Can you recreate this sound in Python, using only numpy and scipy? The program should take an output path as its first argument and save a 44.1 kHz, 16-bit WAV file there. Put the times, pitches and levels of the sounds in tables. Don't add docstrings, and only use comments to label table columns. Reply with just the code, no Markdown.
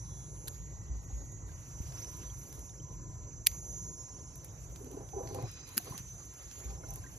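import sys
import numpy as np
from scipy import signal
from scipy.fft import rfft, irfft
from scipy.io import wavfile
from scipy.ndimage import uniform_filter1d, map_coordinates

SR = 44100
rng = np.random.default_rng(int(sys.argv[2]) if len(sys.argv) > 2 else 0)


def how_loud(loudness_db):
    steps = np.asarray(loudness_db, float) / 20
    return 10 ** steps


def generate_wav(signal):
    frames = np.transpose(np.atleast_2d(signal))
    scaled = np.clip(frames, -1, 1) * 32767
    pcm = np.round(scaled).astype(np.int16)
    wavfile.write(sys.argv[1], SR, pcm)


N = 316638
PORT_TURN_HZ = 5500


def evened(x):
    return x / np.sqrt(np.mean(x ** 2) + 1e-20)


def read(points, hz):
    f, value = np.transpose(points)
    return np.interp(np.log(hz + 1), np.log(f + 1), value, left=-90, right=-90)


def curves(rows, t):
    s, *columns = np.transpose(rows)
    return [np.interp(t, s, c) for c in columns]


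def held(t, start, length, edge):
    inside = np.minimum(t - start, start + length - t)
    return np.sin(np.pi / 2 * np.clip(inside / edge + .5, 0, 1)) ** 2


def add(mix, s, sound):
    part = mix[..., round(s * SR):][..., :sound.shape[-1]]
    part += sound[..., :part.shape[-1]]


def drift(rate_hz, size):
    steps = rng.standard_normal(int(size * rate_hz / SR) + 4)
    coarse = np.arange(0, size + 32, 32)
    smooth = map_coordinates(steps, [coarse * rate_hz / SR], order=3)
    return evened(np.interp(np.arange(size), coarse, smooth))


def ring(x, hz, width):
    return signal.lfilter(*signal.iirpeak(hz, hz / width, SR), x)


def colour(x, points):
    hz = np.fft.rfftfreq(x.shape[-1], 1 / SR)
    return irfft(rfft(x) * how_loud(read(points, hz)), x.shape[-1])


def hollow(events, rise, sag):
    out, t = np.zeros(N), np.arange(SR // 2) / SR
    for s, db, hz, t60 in events:
        turn = 2 * np.pi * np.cumsum(hz * (1 + sag * np.exp(-t / 0.016))) / SR
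        decay = how_loud(db - 60 * t / t60) * (1 - np.exp(-t / rise))
        add(out, s, np.sqrt(2) * decay * np.sin(turn))
    return out


# f/Hz, in phase, a quarter turn late
SIDE_LIKENESS = [(0, 0, .85), (600, 0, .65), (1500, -.1, .12), (4300, -.6, .1), (6500, -.5, .3),
                 (8000, 0, .5), (12000, 0, .55), (15000, -.1, .3)]


def likeness(hz, near=False):
    in_phase, quarter = curves(SIDE_LIKENESS, hz)
    like = in_phase - 1j * quarter * np.tanh(4 * np.sin(2 * np.pi * (hz + 300) / PORT_TURN_HZ))
    return .85 * like / np.hypot(in_phase, quarter) if near else like


def ports(mid, own, points):
    hz = np.fft.rfftfreq(len(mid), 1 / SR)
    side = likeness(hz, near=True) * rfft(mid) + .5 * rfft(own)
    side = irfft(side * how_loud(read(points, hz)), len(mid))
    return np.array([mid + side, mid - side])


def wash(spectra, side_db, patch_db, flicker_db, size):
    frames, hz = 4 * N // size + 5, np.fft.rfftfreq(size, 1 / SR)
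    a, b, c, d, patches = rng.standard_normal((frames, len(hz), 5)).T
    patches = uniform_filter1d(uniform_filter1d(patches, size=10, axis=0), size=10, axis=1)
    patches = evened(patches)
    flicker = evened(uniform_filter1d(patches.mean(0), size=2))
    field = how_loud(patch_db * patches + flicker_db * flicker)
    like = likeness(hz)[:, None]
    shared, own = a + 1j * b, c + 1j * d
    z = np.array([shared, like * shared + np.sqrt(1 - abs(like) ** 2) * own])
    z = z * field * how_loud([read(s, hz) for s in spectra])[..., None]
    mid, side = signal.istft(z, nperseg=size, noverlap=3 * size // 4)[1][:, :N]
    mid, side = evened(mid), how_loud(side_db) * evened(side)
    return np.array([mid + side, mid - side])


# t/s, level/dB of the tenth overtone, level/dB of the eleventh over the tenth
CICADA_EFFORT = [(0, -58, -5), (.53, -65, 9), (.9, -62, -2.5), (1.15, -64.5, 9), (1.5, -65, 2),
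                 (1.66, -58, -4), (2.05, -51.5, -10), (2.3, -57.5, -3.5), (3.42, -58.5, -3), (3.57, -52, 0),
                 (4.0, -55, 1.5), (4.4, -62, -3.5), (5.4, -57.5, -11), (5.76, -62, 0.5), (6.05, -53, -10.5),
                 (6.65, -60, 6), (6.84, -56.5, -10.5), (7.18, -60.5, -0.5)]
# overtone, level/dB, share of the effort it follows
FAINT_OVERTONES = [(9, -75.5, .4), (12, -75, .9), (13, -84, 1.3), (15, -84, 1.3), (16, -83, 1.1),
                   (17, -77, .6), (20, -86, 1.1)]
# t/s, length/s
HIGH_OVERTONE_DIPS = [
    (.6, .42),
    (2.78, .7),
    (5.22, .7),
]
# t/s, length/s, level/dB
NINTH_OVERTONE_SWELLS = [
    (1.94, 0.31, 5.5),
    (3.65, 0.86, 2),
    (5.45, 0.15, 8),
]
# f/Hz, level/dB
UNEVEN_COLOUR = [(5200, -8), (5600, -5), (5750, 0), (7300, -2), (7700, -20), (8700, -24), (9900, -22),
                 (10120, -7), (10300, -24), (11900, -28), (12200, -21), (12500, -30)]


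def cicada():
    t = np.arange(N) / SR
    db, lean_db = curves(CICADA_EFFORT, t)
    settled = np.clip((t - .45) / .35, 0, 1)
    throb = 2 * np.pi * np.cumsum(23.5 + 3.5 * drift(10, N)) / SR
    clicks_per_s = 604
    rate = clicks_per_s + .45 * t + .085 * t ** 2
    turn = 2 * np.pi * np.cumsum(rate) / SR
    turn += settled * (.1 * np.sin(throb) + .04 * np.sin(2 * throb + 1.2) + .035 * drift(40, N))

    dip_db = -14 * sum(held(t, s, length, 0.089) for s, length in HIGH_OVERTONE_DIPS)
    ninth_db = sum(swell_db * held(t, s, length, 0.055) for s, length, swell_db in NINTH_OVERTONE_SWELLS)
    lines = [(10, db), (11, db + lean_db)]
    for k, level_db, share in FAINT_OVERTONES:
        line_db = level_db + share * (db - db.mean())
        lines.append((k, line_db + (k > 14) * dip_db + (k == 9) * ninth_db))

    limp_db = -63
    quarter = limp_db - 250 * np.maximum(t - .42, 0) ** 2
    half = np.maximum(quarter, -76)
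    belly_hz = np.minimum(5950 + 1900 * t, 6650)
    for k in range(35, 84):
        if k % 4 == 0 or 50 < k < 57 or 69 < k < 78:
            continue
        if k < 55:
            loss_db = 7 * ((k * 151 - belly_hz) / 600) ** 2
        else:
            loss_db = 4 * (limp_db - quarter)
        lines.append((k / 4, (quarter if k % 2 else half) + read(UNEVEN_COLOUR, k * 151) - loss_db))

    out, veer = np.zeros((2, N)), .35 * drift(2, N)
    for k, line_db in lines:
        start, lag = rng.uniform(0, 2 * np.pi, 2)
        beat = np.sin(throb + start) + 0.42 * np.sin(2 * throb + lag)
        swell = 1 + settled * (0.33 + 0.13 * drift(5, N)) * beat
        shared_db = 1.66 * drift(45, N) + 3.0 * (k not in (10, 11)) * drift(3.01, N)
        own_db = 1.36 * np.array([drift(16, N), drift(12, N)])
        fade = how_loud(settled * shared_db + own_db)
        balance = how_loud(np.array([[-3.], [2.5]]) * (k < 12.5))
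        delay = np.array([2 * np.pi * k * clicks_per_s / PORT_TURN_HZ + veer, 0 * veer])
        out += how_loud(line_db) * swell * fade * balance * np.cos(k * turn + start - delay)
    out += .35 * drift(5, N) * np.pad(out, ((0, 0), (830, 0)))[:, :N]
    return np.sqrt(2) * out


# f/Hz, level/dB
CHORUS_COLOUR = [(5000, -22), (5600, -13), (6300, -7), (6800, -3), (7100, 0), (7450, -2), (7560, -7),
                 (7690, -40)]


def insect_chorus():
    eleventh_db = sum(curves(CICADA_EFFORT, np.arange(N) / SR))
    db = -64.5 + 0.15 * (eleventh_db - eleventh_db.mean())
    return how_loud(db) * wash((CHORUS_COLOUR, CHORUS_COLOUR), -1.3, 1.0, 0.5, size=512)


# f/Hz, level/dB
RUMBLE_COLOUR = [
    [(18, -35.5), (30, -22), (40, -9), (53, 4.5), (75, -4.5), (108, 0.5), (161, -6.5), (210, -22), (270, -49.5), (460, -120)],
    [(18, -32), (30, -5.5), (54, 3.5), (81, -2.5), (161, -7), (210, -26), (270, -53), (460, -120)],
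]
# f/Hz, level/dB
AIR_COLOUR = [
    [(110, -13), (180, -6), (220, -9), (272, 1.5), (404, -3.5), (944, -14.5), (1030, -10), (1090, -18.5), (1800, -27.5), (2340, -32.5), (3960, -120)],
    [(110, -38), (180, -6.5), (524, -7.5), (991, -5), (1250, -13), (1800, -23), (2340, -36), (3960, -120)],
]


def rumble_and_air():
    t = np.arange(N) / SR
    shaded = held(t, 5.46, 6.65 - 5.46, 0.044)
    rumble_db = -46.5 - 0.2 * t - 4 * shaded
    air_db = -60 - 3.5 * shaded
    rumble = how_loud(rumble_db) * wash(RUMBLE_COLOUR, -11.5, 1.5, 1.0, size=4096)
    return rumble + how_loud(air_db) * wash(AIR_COLOUR, -5, 2.35, 0.62, size=1024)


# t/s, length/s, dull rustle level/dB, bright over dull level/dB
LEAF_BRUSHES = [(0, 0.81, -81.5, 0.5), (0.474, 0.11, -69, 0.5), (0.99, 0.36, -80, -1),
                (1.505, 0.54, -69.5, -3.5), (1.886, 0.4, -64.5, -1), (2.326, 0.3, -69.5, 5),
                (3.515, 0.44, -83.5, 15), (4.307, 0.21, -75, -1), (4.5, 0.58, -76, 4),
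                (5.2, 0.21, -71, 0.5), (5.409, 0.22, -64.5, -10), (5.736, 0.24, -59.5, -2),
                (6.0, 0.27, -70, 0), (6.357, 0.35, -63.5, -3.5), (6.879, 0.43, -67.5, 0.5)]
# f/Hz, level/dB
DULL_RUSTLE = [
    [(710, -5), (1200, -2), (1830, -5.5), (2140, -5.5), (3470, -10), (4070, -7.5), (5200, -9), (6760, -26.5), (11400, -120)],
    [(710, -35), (1200, 1), (1470, -10.5), (1900, -5), (2160, -9), (5200, -10), (6760, -25), (11400, -120)],
]
# f/Hz, level/dB
BRIGHT_RUSTLE = [
    [(7900, -34), (8800, -36), (9100, -19), (9450, -19), (9650, -3), (10200, 0), (11000, -3), (12200, 0), (12900, -5), (13250, -32), (13700, -30), (14000, -13), (14450, -13), (14800, -30), (15300, -50)],
    [(4710, -35), (7500, -14), (8100, -14), (8400, -2), (9000, 0), (10200, -5), (10450, -40), (11500, -40), (11750, -4), (13300, 0), (14300, -5), (14700, -30), (16000, -56)],
]


def leaves():
    t = np.arange(N) / SR
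    dull, bright = np.full(N, how_loud(2 * -73)), np.full(N, how_loud(2 * -78))
    for s, length, db, bright_db in LEAF_BRUSHES:
        stroke = held(t, s, length, 0.22)
        dull += how_loud(2 * db) * stroke
        bright += how_loud(2 * (db + bright_db)) * stroke
    body = np.sqrt(dull) * wash(DULL_RUSTLE, 0.059, 2.5, 0.82, size=512)
    return body + np.sqrt(bright) * wash(BRIGHT_RUSTLE, 3.0, 3.0, 1.3, size=512)


# t/s, length/s, f/Hz, width/Hz, level/dB
FAR_WHISTLES = [
    (-.0, 0.291, 3410, 30, -78.5),
    (-.0, 0.329, 3900, 30, -78),
    (0.491, 1.301, 1960, 100, -76),
]
# t/s, length/s, f/Hz, width/Hz, level/dB
HANDLE_SPRING = [
    (5.42, .32, 5060, 130, -66),
    (5.36, .48, 4000, 240, -68.5),
    (5.3, .5, 2480, 260, -71.5),
    (5.24, .2, 4400, 1200, -67),
]


def whistles():
    out = np.zeros((2, N))
    for s, length, hz, width, db in FAR_WHISTLES + HANDLE_SPRING:
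        noise = rng.standard_normal((2, int(length * SR)))
        tone = evened(ring(ring(noise, hz, width), hz, width))
        add(out, s, np.sqrt(2) * how_loud(db) * tone * signal.windows.tukey(noise.shape[1], .4))
    return out


# t/s blades meet, clack level/dB, shear before/s, shear rel level/dB, rattle/s, rattle rel level/dB
SNIP_EVENTS = [
    (3.4698, -14.0, .0072, -21, .0046, -12),
    (5.779, -18.5, .012, -21, .009, -22),
    (.4813, -36, .0095, -14, .006, -8),
]
# f/Hz, level/dB
BLADE_COLOURS = [
    [(210, -50), (350, -23), (1440, -22), (2050, -3), (4230, -3), (5300, -2), (5940, -11), (6860, -5.5),
     (8730, -21.5), (10100, 4), (11300, -8.5), (12200, 2.5), (13300, -12), (14600, -7.5), (16400, -57)],
    [(410, -53), (700, -27), (973, -22.5), (1590, -7), (2060, -17), (2510, -10), (3500, -19.5), (4800, -9),
     (5850, -16), (6940, -11), (8570, -29.5), (10400, -4), (12200, -2.5), (13300, -19), (14700, -19),
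     (16400, -42.5)],
    [(290, -27), (500, 0.5), (1030, -22), (1550, -4), (2130, -15), (3390, -6), (4150, 0.5), (5240, -8),
     (7980, -5), (8830, -21), (10200, -1), (12100, -0.5), (14000, -11), (16000, -69)],
]
# f/Hz, side over mid level/dB
SNIP_PORTS = [
    [(60, -15), (200, -16), (700, -6), (1290, -7), (2380, -12), (4400, -7), (6400, -1.5)],
    [(60, -15), (300, -13), (700, -3), (1290, -5), (2380, -9), (4400, -1), (6400, 0)],
    [(60, -16), (150, -11), (300, -6), (700, 2), (1290, 2), (2380, 9), (4400, -6), (6400, -5)],
]
# f/Hz, side over mid level/dB
UPPER_PORT_COMB = [(7300, 2), (8500, 16), (9700, -3), (10900, -25), (12000, 1), (13000, 9), (14200, 13),
                   (15000, -6), (16500, -4)]


def snips():
    out, t = np.zeros((2, N)), np.arange(-2048, 6144) / SR
    after = t > 0
    for event, blades, side in zip(SNIP_EVENTS, BLADE_COLOURS, SNIP_PORTS):
        s, db, lead, lead_db, tail, tail_db = event
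        bite = np.clip((t + lead) / (.25 * lead), 0, 1) ** 2 * (t < 0)
        shear = how_loud(lead_db) * bite * (.4 + np.exp(-((t + .55 * lead) / (.22 * lead)) ** 2))
        clack = np.exp(-(t / np.where(t < 0, .0006, .0008)) ** 2)
        bounces = 1 + .6 * np.cos(2 * np.pi * t / .0013)
        rattle = how_loud(tail_db) * after * bounces * how_loud(-5 * t / tail)
        rattle = rattle / (1 + np.exp((t - tail) / .0006))
        rattle += (how_loud(-24 - 2200 * t) + how_loud(-43 - 130 * t)) * after
        shape = shear + clack + rattle
        blow = 3.5 * (t == 0)
        z = rfft(rng.standard_normal((2, len(t))) * shape + blow)
        z /= np.sqrt(uniform_filter1d(abs(z) ** 2, size=60))
        near, own = colour(irfft(z), blades)
        size = np.sqrt(np.sum(near ** 2) / np.sum(shape ** 2))
        add(out, s + t[0], how_loud(db) / size * ports(near, own, side + UPPER_PORT_COMB))
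    return out


# t/s, bright peak level/dB, dull rel level/dB
LEAF_TICKS = [(0.546, -58, -1), (1.3213, -57.5, -13), (1.923, -61, 10), (2.046, -55, 2), (2.43, -55, -17),
              (2.694, -65, 5), (5.9865, -56, 5), (2.1156, -52.5, -5), (2.1691, -54, -16),
              (2.527, -48.5, -4.5), (2.593, -51.5, -8), (3.5153, -54, 2), (3.548, -58, -3),
              (4.357, -47.5, -12), (4.3784, -58, -13), (4.446, -44.5, -12), (4.76, -54, 4),
              (4.845, -54, -6), (4.9145, -53, -6), (5.0893, -67.5, 13), (5.274, -60.5, 11.5),
              (5.3466, -45, -6.5), (5.4246, -53, -5), (5.5146, -50.5, -10), (5.2895, -54, 0),
              (5.5406, -59, -4), (5.677, -53, -8), (5.69, -51, -3), (5.898, -53, -10), (5.9282, -66, -11),
              (5.959, -63, -9), (5.995, -52, -8), (5.8465, -52, -8), (5.857, -53, -10), (5.9785, -43, -0.5),
              (6.3387, -58, -6), (6.3866, -61, -12), (6.5278, -60, 3), (6.513, -60, 11), (6.605, -59, -2),
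              (6.646, -56, -14), (6.7084, -56, -6), (6.8665, -68, -11), (6.887, -53, -14),
              (6.906, -47, -17), (6.9385, -44.5, -15), (6.9587, -43, -13)]
# f/Hz, level/dB
SNAP_COLOUR = [(6000, -13), (7600, -14.5), (8500, -21.5), (9300, -17), (9750, -7.5), (12200, -4.5),
               (13400, -22), (14300, -16), (16400, -40)]
# f/Hz, level/dB
TWIG_COLOUR = [(500, -16), (1200, -6.5), (2100, -4), (4000, -6.5), (5200, -2), (7400, -6.5), (8200, -35),
               (11000, -90)]


def ticks():
    out, t = np.zeros((2, N)), np.arange(-256, 1792) / SR
    shape = np.exp(np.minimum(t / 0.0006, 0) - np.maximum(t, 0) / 0.002)
    shape += 0.15 * (t > 0) * np.exp(-t / 0.025)
    rms = np.sqrt(np.mean(shape ** 2))
    for s, db, dull_db in LEAF_TICKS:
        puff = rng.standard_normal((2, len(t))) * shape
        bright, dull = (evened(colour(puff, c)) * rms for c in (SNAP_COLOUR, TWIG_COLOUR))
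        near, own = bright + how_loud(dull_db) * dull
        add(out, s + t[0], how_loud(db - 0.4) * ports(near, own, SNIP_PORTS[1] + UPPER_PORT_COMB))
    return out


# t/s, peak level/dB, ring f/Hz, t60/s
BUMP_EVENTS = [
    (.897, -32.5, 55.5, 0.44),
    (1.128, -35, 53.1, 0.41),
    (1.803, -21, 63.4, 0.021),
    (5.435, -32, 107, 0.13),
    (5.768, -36, 201, 0.073),
    (5.778, -42, 306, .05),
    (5.908, -32.5, 107, 0.057),
    (5.945, -40.5, 153, 0.061),
    (6.003, -35, 102, 0.039),
    (6.652, -36.5, 58, 0.41),
]


def bumps():
    return hollow(BUMP_EVENTS, rise=0.0014, sag=0.24)


# t/s, peak level/dB, ring f/Hz, t60/s
TWIG_KNOCKS = [(1.1, -56, 770, 0.06), (1.492, -60, 1550, 0.073), (2.3, -51, 3160, 0.021),
               (2.8, -57, 2980, 0.027), (2.693, -55, 3500, 0.021), (5.8, -53, 700, 0.067),
               (5.424, -57, 2000, .04), (5.457, -58, 2400, .04), (6.838, -47.5, 1380, 0.027),
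               (6.835, -48, 490, 0.045), (6.825, -67, 2100, 0.29), (7.04, -53, 1550, 0.1),
               (7.9, -42.5, 1500, 0.035), (7.064, -50, 1800, 0.033), (5.779, -44, 1540, .03)]


def knocks():
    return hollow(TWIG_KNOCKS, rise=0.00084, sag=0.047)


# t/s, length/s, level/dB
FROG_CALLS = [
    (2.039, 0.37, -62.5),
    (2.804, 0.54, -63.5),
    (3.715, 0.774, -64.5),
    (6.817, 0.29, -63.5),
]


def frog():
    out = np.zeros(N)
    for s, length, db in FROG_CALLS:
        t = np.arange(0, length, 1 / SR)
        beat = np.sin(2 * np.pi * np.cumsum(17 + 3. * drift(6.3, len(t))) / SR)
        beat = np.clip(.5 + beat, .3, 1)
        tone = np.sin(2 * np.pi * np.cumsum(1016 + 4.0 * drift(11.3, len(t))) / SR)
        fade = how_loud(db - 3 * t / length) * signal.windows.tukey(len(t), .3)
        add(out, s, fade * evened(beat * tone))
    return np.array([out, 0.37 * np.roll(out, 6)])


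# t/s, length/s, pressure level/dB, upper ring rel level/dB
FINGER_RUBS = [
    (4.802, 0.15, -54.5, -27),
    (4.919, .12, -53, -6.5),
    (5.151, 0.12, -47.5, -5),
    (5.285, 0.18, -46, -5.5),
    (5.858, .11, -53, -7.5),
    (6.602, 0.39, -62, -2),
]
# f/Hz, width/Hz, level/dB
CASE_MODES = [
    [(273, 15, -5), (394, 97, 5), (478, 55, -6)],
    [(637, 73, 4), (790, 22, 2.5), (996, 33, -0.5)],
]


def rubs():
    t = np.arange(N) / SR
    slips = rng.standard_normal(N) * how_loud(3.1 * drift(90, N))
    low, high = (evened(sum(how_loud(g) * evened(ring(ring(slips, f, w), f, 3 * w)) for f, w, g in part))
                 for part in CASE_MODES)
    out = np.zeros(N)
    for s, length, db, upper_db in FINGER_RUBS:
        out += held(t, s, length, 0.062) * how_loud(db) * (low + how_loud(upper_db) * high)
    return out


# t/s, peak level/dB, ring f/Hz, t60/s
FINGER_CATCHES = [(4.812, -36.5, 385, 0.041), (4.972, -26.5, 398, 0.023), (5.133, -37.5, 758, 0.048),
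                  (5.136, -39.5, 420, 0.071), (5.163, -32.5, 386, 0.15), (5.205, -32, 492, 0.049),
                  (5.385, -31, 478, 0.046), (5.922, -40, 985, 0.041), (4.83, -48, 255, 0.27),
                  (4.93, -52, 790, 0.082), (4.94, -43, 274, 0.095), (4.972, -48, 793, 0.055),
                  (5.17, -50, 799, 0.64), (5.225, -58, 808, 0.3), (5.205, -53, 1125, 0.04),
                  (5.18, -44, 650, .06), (5.322, -41, 396, 0.13), (5.345, -42, 497.7, 0.22),
                  (5.345, -45, 790, .08), (5.385, -40, 986, 0.042), (5.44, -39, 715, 0.05),
                  (5.868, -44.5, 454, 0.046), (5.872, -48, 1070, .04), (5.946, -45, 1080, 0.038)]


def catches():
    return hollow(FINGER_CATCHES, rise=0.0033, sag=0.05)


# f/Hz, side over mid level/dB
CASE_PORT_DIFFERENCE = [(20, -11.5), (60, -8), (150, -8), (320, -9.5), (650, 0), (1200, -1.5), (4000, -9)]


def scene():
    case = bumps() + knocks() + rubs() + catches()
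    garden = cicada() + insect_chorus() + rumble_and_air() + leaves() + whistles() + frog()
    return garden + snips() + ticks() + ports(case, np.zeros(N), CASE_PORT_DIFFERENCE)


def low_pass(x):
    return signal.sosfilt(signal.butter(12, 16500, fs=SR, output="sos"), x)


# f/Hz, level/dB a bin
MUTE_LEVEL = [(1, -200), (2000, -118), (3300, -102), (4200, -104), (5000, -110), (7400, -110),
              (7700, -88.5), (9300, -100), (9700, -109), (12700, -107), (13200, -92), (13700, -94),
              (14000, -100), (14500, -100), (14900, -91), (22050, -99)]


def record(dry):
    dry = signal.sosfilt(signal.butter(3, 36, "high", fs=SR, output="sos"), dry)
    mid_side = np.array([dry[0] + dry[1], dry[0] - dry[1]]) / 2
    hz, _, z = signal.stft(mid_side, SR, nperseg=1024)
    bands = (abs(z[:, :512]) ** 2).reshape(2, 64, 8, -1).mean(2)
    level_db = 10 * np.log10(uniform_filter1d(bands, size=3, axis=2) + 1e-20)
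    chance_db = 7.4 * evened(uniform_filter1d(rng.standard_normal(bands.shape), size=5, axis=2))
    heard = level_db + chance_db > read(MUTE_LEVEL, hz[4::8])[:, None]
    z[:, :512] *= np.repeat(heard, 8, axis=1)
    mid, side = signal.istft(z, SR, nperseg=1024)[1][:, :N]
    return low_pass(np.array([mid + side, mid - side]))


dry = scene()
out = record(dry)
generate_wav(out)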